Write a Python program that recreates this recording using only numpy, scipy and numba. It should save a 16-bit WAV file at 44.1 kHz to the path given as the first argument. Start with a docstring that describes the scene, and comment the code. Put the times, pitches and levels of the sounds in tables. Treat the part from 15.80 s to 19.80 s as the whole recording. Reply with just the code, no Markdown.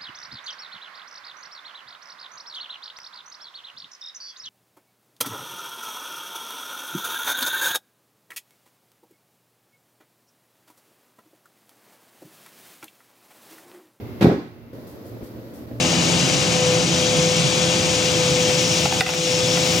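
"""A demolition excavator works at steady revs from the start: a six-cylinder diesel drones and booms,
its hydraulic pump howls, fan tones waver and oil sings in two valves over a broad hiss.
From about 2 s, fine grit trickles ever thicker from the roof. At 2.7 s the roof timber starts to snap
in a short run of cracks; the loudest, at 3.2 s, makes a gain control duck the mix and recover.
One last small crack comes at 3.8 s while the machine runs on."""
import sys
import numpy as np
from scipy import signal
from scipy.fft import rfft, irfft
from scipy.io import wavfile
from scipy.ndimage import uniform_filter1d
from numba import njit

SR = 44100
rng = np.random.default_rng(int(sys.argv[2]) if len(sys.argv) > 2 else 0)


def to_wav(sig):
    """Store sig (one row per channel, or 1-D mono) as 16-bit WAV at the path in sys.argv[1].

    Samples outside -1..1 are clipped; the rate is SR.
    """
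    pcm = np.clip(np.atleast_2d(sig), -1, 1) * 32767
    pcm = np.round(pcm).astype(np.int16)
    wavfile.write(sys.argv[1], SR, pcm.T)  # frames by channels


N = 176400

# Levels are relative within a layer; a positive pan_db leans left.
# The machine's stereo balance: frequency_hz, pan_db
STEREO_PAN = [(60, -1), (110, -2), (200, -4.5), (380, 1), (700, 7), (1290, 2.5), (2380, 10), (4400, 4),
              (8120, 5.5), (15000, -2)]
# How alike its two sides sound: frequency_hz, likeness_0_to_1
STEREO_LIKENESS = [(25, .2), (65, 0.92), (250, 0.8), (600, 0.74), (1000, 0.36), (1500, 0.5), (2800, 0.46),
                   (5500, 0.92), (9000, 0.83), (14000, 0.98)]
# How far its left side leads: frequency_hz, lead_rad
STEREO_LEAD = [(100, 0.34), (1000, 0.72), (2300, 0.66), (3800, 0.64), (4400, 0.67), (7000, -0.7),
               (8500, -1), (9700, -3), (11000, -6), (14000, 0.2)]
# The diesel's firing rate, sagging under load: time_s, rate_hz
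FIRING_RATE = [(0, 84.2), (.45, 84.6), (.68, 84.35), (.9, 83.45), (1.17, 84.15), (1.47, 83.8), (1.78, 84.2),
               (2.02, 85.05), (2.25, 83.9), (2.57, 83.45), (2.9, 84.35), (3.15, 84.15), (3.45, 83.85),
               (3.88, 84.25), (4, 83.9)]
# Tone colour of rumble and clatter: frequency_hz, level_db
RUMBLE_COLOUR = [(25, -41), (45, -24), (62, -15), (80, 2.5), (135, -2), (200, 0.5), (320, -1), (430, -5),
                 (650, -5), (900, -8.5), (1200, -10), (1700, -13.5), (2600, -19), (5000, -79)]
# Engine and pump harmonics: multiple_of_cycle_rate
HARMONICS = [6, 12, 13, 22, 24, 28, 32, 42, 44, 54, 60, 63, 72, 90]
# The mix of those harmonics, row for row: level_db, pan_db
HARMONIC_MIX = [(-42, -4), (-31, -0.5), (-41.5, -4), (-45, 9), (-42, -5), (-42, 10), (-45.5, 4), (-43, -6),
                (-45.5, 2), (-41.5, -0.5), (-51.5, 6), (-51.5, 14), (-48.5, 13), (-49, 12)]
# Fader on the whole diesel drone: time_s, level_db
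DRONE_FADER = [(0, 2), (1.2, -0.5), (2.0, 0), (2.8, -1.5), (3.4, -1.5), (4, -0.3)]
# Fader on the exhaust boom: time_s, level_db
BOOM_FADER = [(0, -41), (.3, -26.5), (.8, -29), (1.7, -28.5), (2.1, -31.5), (2.6, -30), (3.1, -32.5),
              (3.6, -35), (4, -33)]
# Swells of the pump's howl: time_s, level_db
HOWL_FADER = [(0, -33), (.3, -38.5), (.55, -32), (.76, -29), (.87, -22), (1.02, -25.5), (1.08, -47),
              (1.14, -29.5), (1.43, -24), (1.7, -31.5), (1.84, -27.5), (2.08, -29), (2.45, -26),
              (2.74, -24.5), (2.9, -31), (3.15, -31), (3.35, -26.5), (3.53, -25), (3.9, -28), (4.0, -31)]
# The pump's hum, an octave under the howl: time_s, level_db
HUM_FADER = [(0, -27), (.6, -39.5), (.85, -46), (1.2, -34), (1.6, -45), (3, -39), (4, -38)]
# Fan and auxiliary drive tones: pitch_hz, level_db
FAN_TONES = [(109.5, -40), (136, -38.5), (328.4, -38.5), (358.5, -44.5), (548, -49.5), (2303, -54),
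             (3053, -53.5)]
# Tone colour of the hiss: frequency_hz, level_db
HISS_COLOUR = [(700, -17.5), (1500, -12.5), (1950, -7.5), (2250, -0.24), (3200, 1.5), (4200, -0.2),
               (4800, 0.5), (5900, 0.2), (6650, 0.4), (7250, -4), (7700, -5), (8300, -10.5), (9400, -5.5),
               (9900, -17.5), (10700, -32.5), (14500, -21), (16000, -42)]
# Fader on the hiss: time_s, level_db
HISS_FADER = [(0, 1.5), (.6, 2.5), (.9, 0.7), (1.4, 1.5), (2.4, 1.5), (2.9, 1.4), (3.5, 2.2), (4, 1.5)]
# The lower valve note, rising: time_s, pitch_hz, level_db
RISING_VALVE = [(0, 2800, -31), (.6, 2975, -42), (1.0, 3050, -38), (1.35, 3380, -32), (2.3, 3320, -36),
                (2.9, 3214, -36), (3.5, 3400, -34), (4, 3390, -37)]
# The upper valve note, sinking and swelling: time_s, pitch_hz, level_db
SINKING_VALVE = [(0, 5880, -49), (1.1, 5900, -35), (1.55, 5645, -35), (2.3, 5850, -39), (2.85, 5630, -31),
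                 (3.3, 5580, -34), (3.75, 5440, -30.5), (4, 5500, -31)]
# Grit building as the roof gives way: time_s, level_db
GRIT_FADER = [(0, -80), (2.1, -53), (2.8, -44), (3.3, -42), (3.6, -46), (3.92, -39), (4, -36)]
# Cue list of timber snaps: start_s, level_db, thick_wood_db, brightness_db, pitch_ratio
SNAP_CUES = [(2.694, -27, 1, -8, 0.96), (3.054, -16, 4.5, -6, 1.02), (3.1225, -18, 5, -3, 1.04),
             (3.2076, -7.5, -0.5, -6.5, 0.976), (3.263, -14, -4, -8, 0.98), (3.289, -16, 2, -3, 1.027),
             (3.335, -20, -2, 0, 0.84), (3.771, -23, 1, -6, 0.98)]
# The stages in which each snap tears: delay_s, level_db, knock_db, splinters_db
TEAR_STAGES = [(0, 1, -7, 2), (.0015, 3, 2.5, -11), (.0036, 3.5, 0, -7), (.0085, -0.5, 1.5, 2),
               (.0158, -7, 0, 10)]
# The wood's ring, before each snap retunes it: pitch_hz, level_db, t60_s
WOOD_MODES = [(480, -5, 0.023), (741, -4, 0.045), (805, -2.5, 0.029), (1060, -10.5, 0.017),
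              (1410, -0.5, 0.015), (1650, -13, 0.011), (2020, -2.5, 0.024), (2410, 0.5, 0.011),
              (2726, 2.5, 0.017), (3600, -1, 0.012), (5200, -1, 0.0087)]

CYLINDERS, PUMP_PULSES = 6, 36  # firings and piston pulses in one two-turn engine cycle


def undb(db):
    """Decibels to gain."""
    return 10 ** (np.asarray(db) / 20)


def unit(x):
    """Scale to rms 1."""
    return x / np.sqrt(np.mean(x ** 2))


def curve(rows):
    """An automation curve at every sample."""
    return np.interp(np.arange(N) / SR, *np.array(rows).T)


def bins():
    """Frequencies of the spectrum in Hz, floored at 1."""
    return np.maximum(np.arange(N // 2 + 1) * SR / N, 1)


def across(rows):
    """A table drawn across the spectrum on a log-frequency axis."""
    hz, value = np.array(rows).T
    return np.interp(np.log(bins()), np.log(hz), value)


def drift(rate_hz):
    """Smooth random modulation of rms 1."""
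    spectrum = rfft(rng.standard_normal(N)) * np.exp(-(bins() / rate_hz) ** 2)
    spectrum[0] = 0
    return unit(irfft(spectrum, N))


def noise():
    """Two unrelated white noises."""
    return rng.standard_normal((2, N))


def low_cut(x, hz):
    """Roll off the lows at 12 dB an octave."""
    return signal.sosfilt(signal.butter(2, hz, "high", fs=SR, output="sos"), x)


def pan(x, db):
    """Place a sound between left and right."""
    return x * undb(np.array([[db], [-db]]) / 2)


def spread(sounds, colour_db):
    """Colour a direct and a scattered sound and give them the machine's stereo image, at rms 1."""
    direct, scattered = rfft(sounds) * undb(colour_db)
    alike = np.clip(across(STEREO_LIKENESS), 0, 1)
    sides = np.array([[1], [-1]])
    pair = direct * np.sqrt(1 + alike) + sides * scattered * np.sqrt(1 - alike)
    panned = pair * undb(sides * across(STEREO_PAN) / 2)
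    return unit(irfft(panned * np.exp(.5j * sides * across(STEREO_LEAD)), N))


def diesel(cycle, clatter_db=-32, rumble_db=-27.5, throb=0.14, waver_db=1.5, wobble_rad=0.3):
    """Clatter loops every engine cycle, exhaust rumble pulses with the firings, harmonics drone."""
    grid = np.arange(4096) / 4096
    clatter = np.array([np.interp(cycle % 1, grid, rng.standard_normal(len(grid))) for _ in range(2)])
    colour = across(RUMBLE_COLOUR)
    drone = undb(clatter_db) * spread(clatter * undb(waver_db * drift(6.3)), colour)
    firing = np.cos(2 * np.pi * CYLINDERS * cycle)
    drone += undb(rumble_db) * spread(noise() * (1 + throb * firing), colour)
    for multiple, (level_db, pan_db) in zip(HARMONICS, HARMONIC_MIX):
        phase = 2 * np.pi * (multiple * cycle + rng.random()) + wobble_rad * drift(7.8)
        tone = np.sqrt(2) * np.sin(phase)
        drone += pan(tone * undb(level_db + waver_db * drift(10.2)), pan_db)
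    return drone * undb(curve(DRONE_FADER))


def exhaust_boom(cycle, pitch_hz=151.3, width_hz=66, throb=0.51, surge_db=1.5):
    """Exhaust puffs ring the muffler's low resonance in uneven surges."""
    muffler_db = -20 * np.log10(1 + (2 * (bins() - pitch_hz) / width_hz) ** 4)
    puffs = noise() * (1 + throb * np.cos(2 * np.pi * CYLINDERS * cycle))
    surging = spread(puffs, muffler_db) * undb(surge_db * drift(12))
    return unit(surging) * undb(curve(BOOM_FADER))


def hydraulic_pump(cycle, howl_trim_db=2, howl_pan_db=3, howl_flutter_db=0.4, hum_flutter_db=2):
    """The pump's piston ripple hums and howls, swelling with the pressure."""
    phase = 2 * np.pi * PUMP_PULSES * cycle
    howl = np.sin(phase) * undb(curve(HOWL_FADER) + howl_trim_db + howl_flutter_db * drift(22))
    hum = np.sin(phase / 2 + 2 * np.pi * rng.random())
    hum *= undb(curve(HUM_FADER) + hum_flutter_db * drift(25))
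    return np.sqrt(2) * (pan(howl, howl_pan_db) + hum)


def fan(detune=0.0041, waver_db=3):
    """The cooling fan and auxiliary drives spin out tones that waver in pitch and level."""
    tones = 0
    for pitch_hz, level_db in FAN_TONES:
        turns = np.cumsum(pitch_hz * (1 + detune * drift(8.7))) / SR
        tone = np.sqrt(2) * np.sin(2 * np.pi * (turns + rng.random()))
        tone *= undb(level_db + waver_db * drift(3.6))
        tones += pan(tone, np.interp(pitch_hz, *np.array(STEREO_PAN).T))
    return tones


def hiss(trim_db=-23.5, flicker_db=.5, ripple_db=1.7):
    """A broad bed of rushing air and oil, its spectrum rippled by reflections."""
    ripple = unit(uniform_filter1d(rng.standard_normal(N // 2 + 1), size=160))
    bed = spread(noise(), across(HISS_COLOUR) + ripple_db * ripple)
    return bed * undb(trim_db + curve(HISS_FADER) + flicker_db * drift(28))


def valve(rows, width_hz, flicker_db=1.5, wander=.008):
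    """Oil sings through a valve in a narrow noise band whose centre glides with the flow."""
    rows = np.array(rows)
    centre_hz = curve(rows[:, [0, 1]]) * (1 + wander * drift(8))
    rolloff = np.sqrt(1 + (2 * np.fft.fftfreq(N, 1 / SR) / width_hz) ** 4)
    band = np.fft.ifft(np.fft.fft(noise() + 1j * noise()) / rolloff)
    singing = np.real(band * np.exp(2j * np.pi * np.cumsum(centre_hz) / SR))  # shifted up to pitch
    return spread(singing, 0) * undb(curve(rows[:, [0, 2]]) + flicker_db * drift(10))


def grit(grains_per_s=2000, scatter_db=2.5, decay_s=.0006, low_cut_hz=5000, crossfeed=0.33):
    """Tiny grains of falling mortar tick so densely that they blend into the hiss."""
    grains = (rng.random(N) < grains_per_s / SR) * undb(scatter_db * rng.standard_normal(N))
    decay = np.exp(-np.arange(SR // 100) / (SR * decay_s))
    fizz = noise()
    ticks = (fizz + crossfeed * fizz[::-1]) * signal.fftconvolve(grains, decay)[:N]
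    return unit(low_cut(ticks, low_cut_hz)) * undb(curve(GRIT_FADER))


def wood_ring(age_s, pitch_ratio, body_db, body_below_hz=1100, detune=0.025):
    """Torn wood rings in short modes; the low ones give the hollow knock."""
    ring = 0
    for mode_hz, level_db, t60_s in WOOD_MODES:
        gain = undb(level_db + body_db * (mode_hz < body_below_hz)) * rng.choice([-1, 1])
        pitch_hz = mode_hz * pitch_ratio * (1 + detune * rng.standard_normal())
        ring += gain * np.exp(-np.log(1000) * age_s / t60_s) * np.sin(2 * np.pi * pitch_hz * age_s)
    return ring


def timber(timing_scatter=0.104, splinter_db=7.5, splinter_s=0.0021, low_cut_hz=330, high_cut_hz=5900):
    """Each snap is a few quick tears, each a bright burst of splinters over a knock of the wood."""
    t = np.arange(SR // 5) / SR
    cracks = np.zeros((2, N + len(t)))
    high_cut = signal.butter(1, high_cut_hz, fs=SR, output="sos")
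    for start_s, level_db, thick_db, bright_db, pitch_ratio in SNAP_CUES:
        snap = np.zeros(len(t))
        for delay_s, tear_db, knock_db, split_db in TEAR_STAGES:
            onset_s = delay_s * (1 + timing_scatter * rng.standard_normal())
            age_s = np.maximum(t - onset_s, 0)
            ring = wood_ring(age_s, pitch_ratio, thick_db + knock_db)
            burst = rng.standard_normal(len(t)) * np.exp(-age_s / splinter_s)
            splinters = undb(splinter_db + bright_db + split_db) * burst
            snap += undb(tear_db) * (t >= onset_s) * (ring + splinters)
        snap = signal.sosfilt(high_cut, low_cut(snap, low_cut_hz))
        peak_rms = np.sqrt(uniform_filter1d(snap ** 2, size=220).max())  # loudest 5 ms
        start = int(start_s * SR)
        cracks[:, start:start + len(t)] += snap * undb(level_db) / peak_rms
    return cracks[:, :N]


def building_echo(sound, wet_db=-4.5, t60_s=0.35):
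    """The shell of the building throws back a short, diffuse tail."""
    tail = noise() * np.exp(-np.log(1000) * np.arange(N) / SR / t60_s)
    echo = signal.fftconvolve(sound, unit(tail) / np.sqrt(N), axes=1)[:, :N]
    return sound + undb(wet_db) * echo


def scene():
    """One shaft drives engine and pump; the roof breaks over them."""
    cycle = np.cumsum(curve(FIRING_RATE)) / CYLINDERS / SR  # engine cycles elapsed
    valves = valve(RISING_VALVE, width_hz=230) + valve(SINKING_VALVE, width_hz=480)
    machine = diesel(cycle) + exhaust_boom(cycle) + hydraulic_pump(cycle) + fan() + hiss() + valves
    return machine + building_echo(timber()) + grit()


@njit
def ducking(over_db, attack_s, hold_s, release_s):
    """Gain reduction in dB that grabs a peak, holds it and lets go."""
    reduction_db = np.empty(len(over_db))
    peak_db, cut_db, wait_s = 0., 0., 0.
    for i in range(len(over_db)):
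        wait_s -= 1 / SR
        if over_db[i] > peak_db:
            peak_db, wait_s = over_db[i], hold_s
        elif wait_s < 0:
            peak_db -= peak_db / (release_s * SR)
        cut_db += (peak_db - cut_db) / (attack_s * SR)
        reduction_db[i] = cut_db
    return reduction_db


def record(dry, threshold_db=-18, sidechain_hz=590, ceiling=.75, top_hz=15800):
    """A gain control keyed on mids and treble ducks the mix; peaks are rounded and the top is cut."""
    sidechain = low_cut(dry, sidechain_hz)
    power = uniform_filter1d(np.mean(sidechain ** 2, axis=0), size=220)
    over_db = np.maximum(10 * np.log10(np.abs(power) + 1e-12) - threshold_db, 0)
    ducked = dry * undb(-ducking(over_db, attack_s=0.0033, hold_s=0.017, release_s=0.17))
    rounded = ducked / (1 + (ducked / ceiling) ** 6) ** (1 / 6)
    return signal.sosfilt(signal.ellip(10, .1, 90, top_hz, fs=SR, output="sos"), rounded)


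dry = scene()
out = record(dry)
to_wav(out)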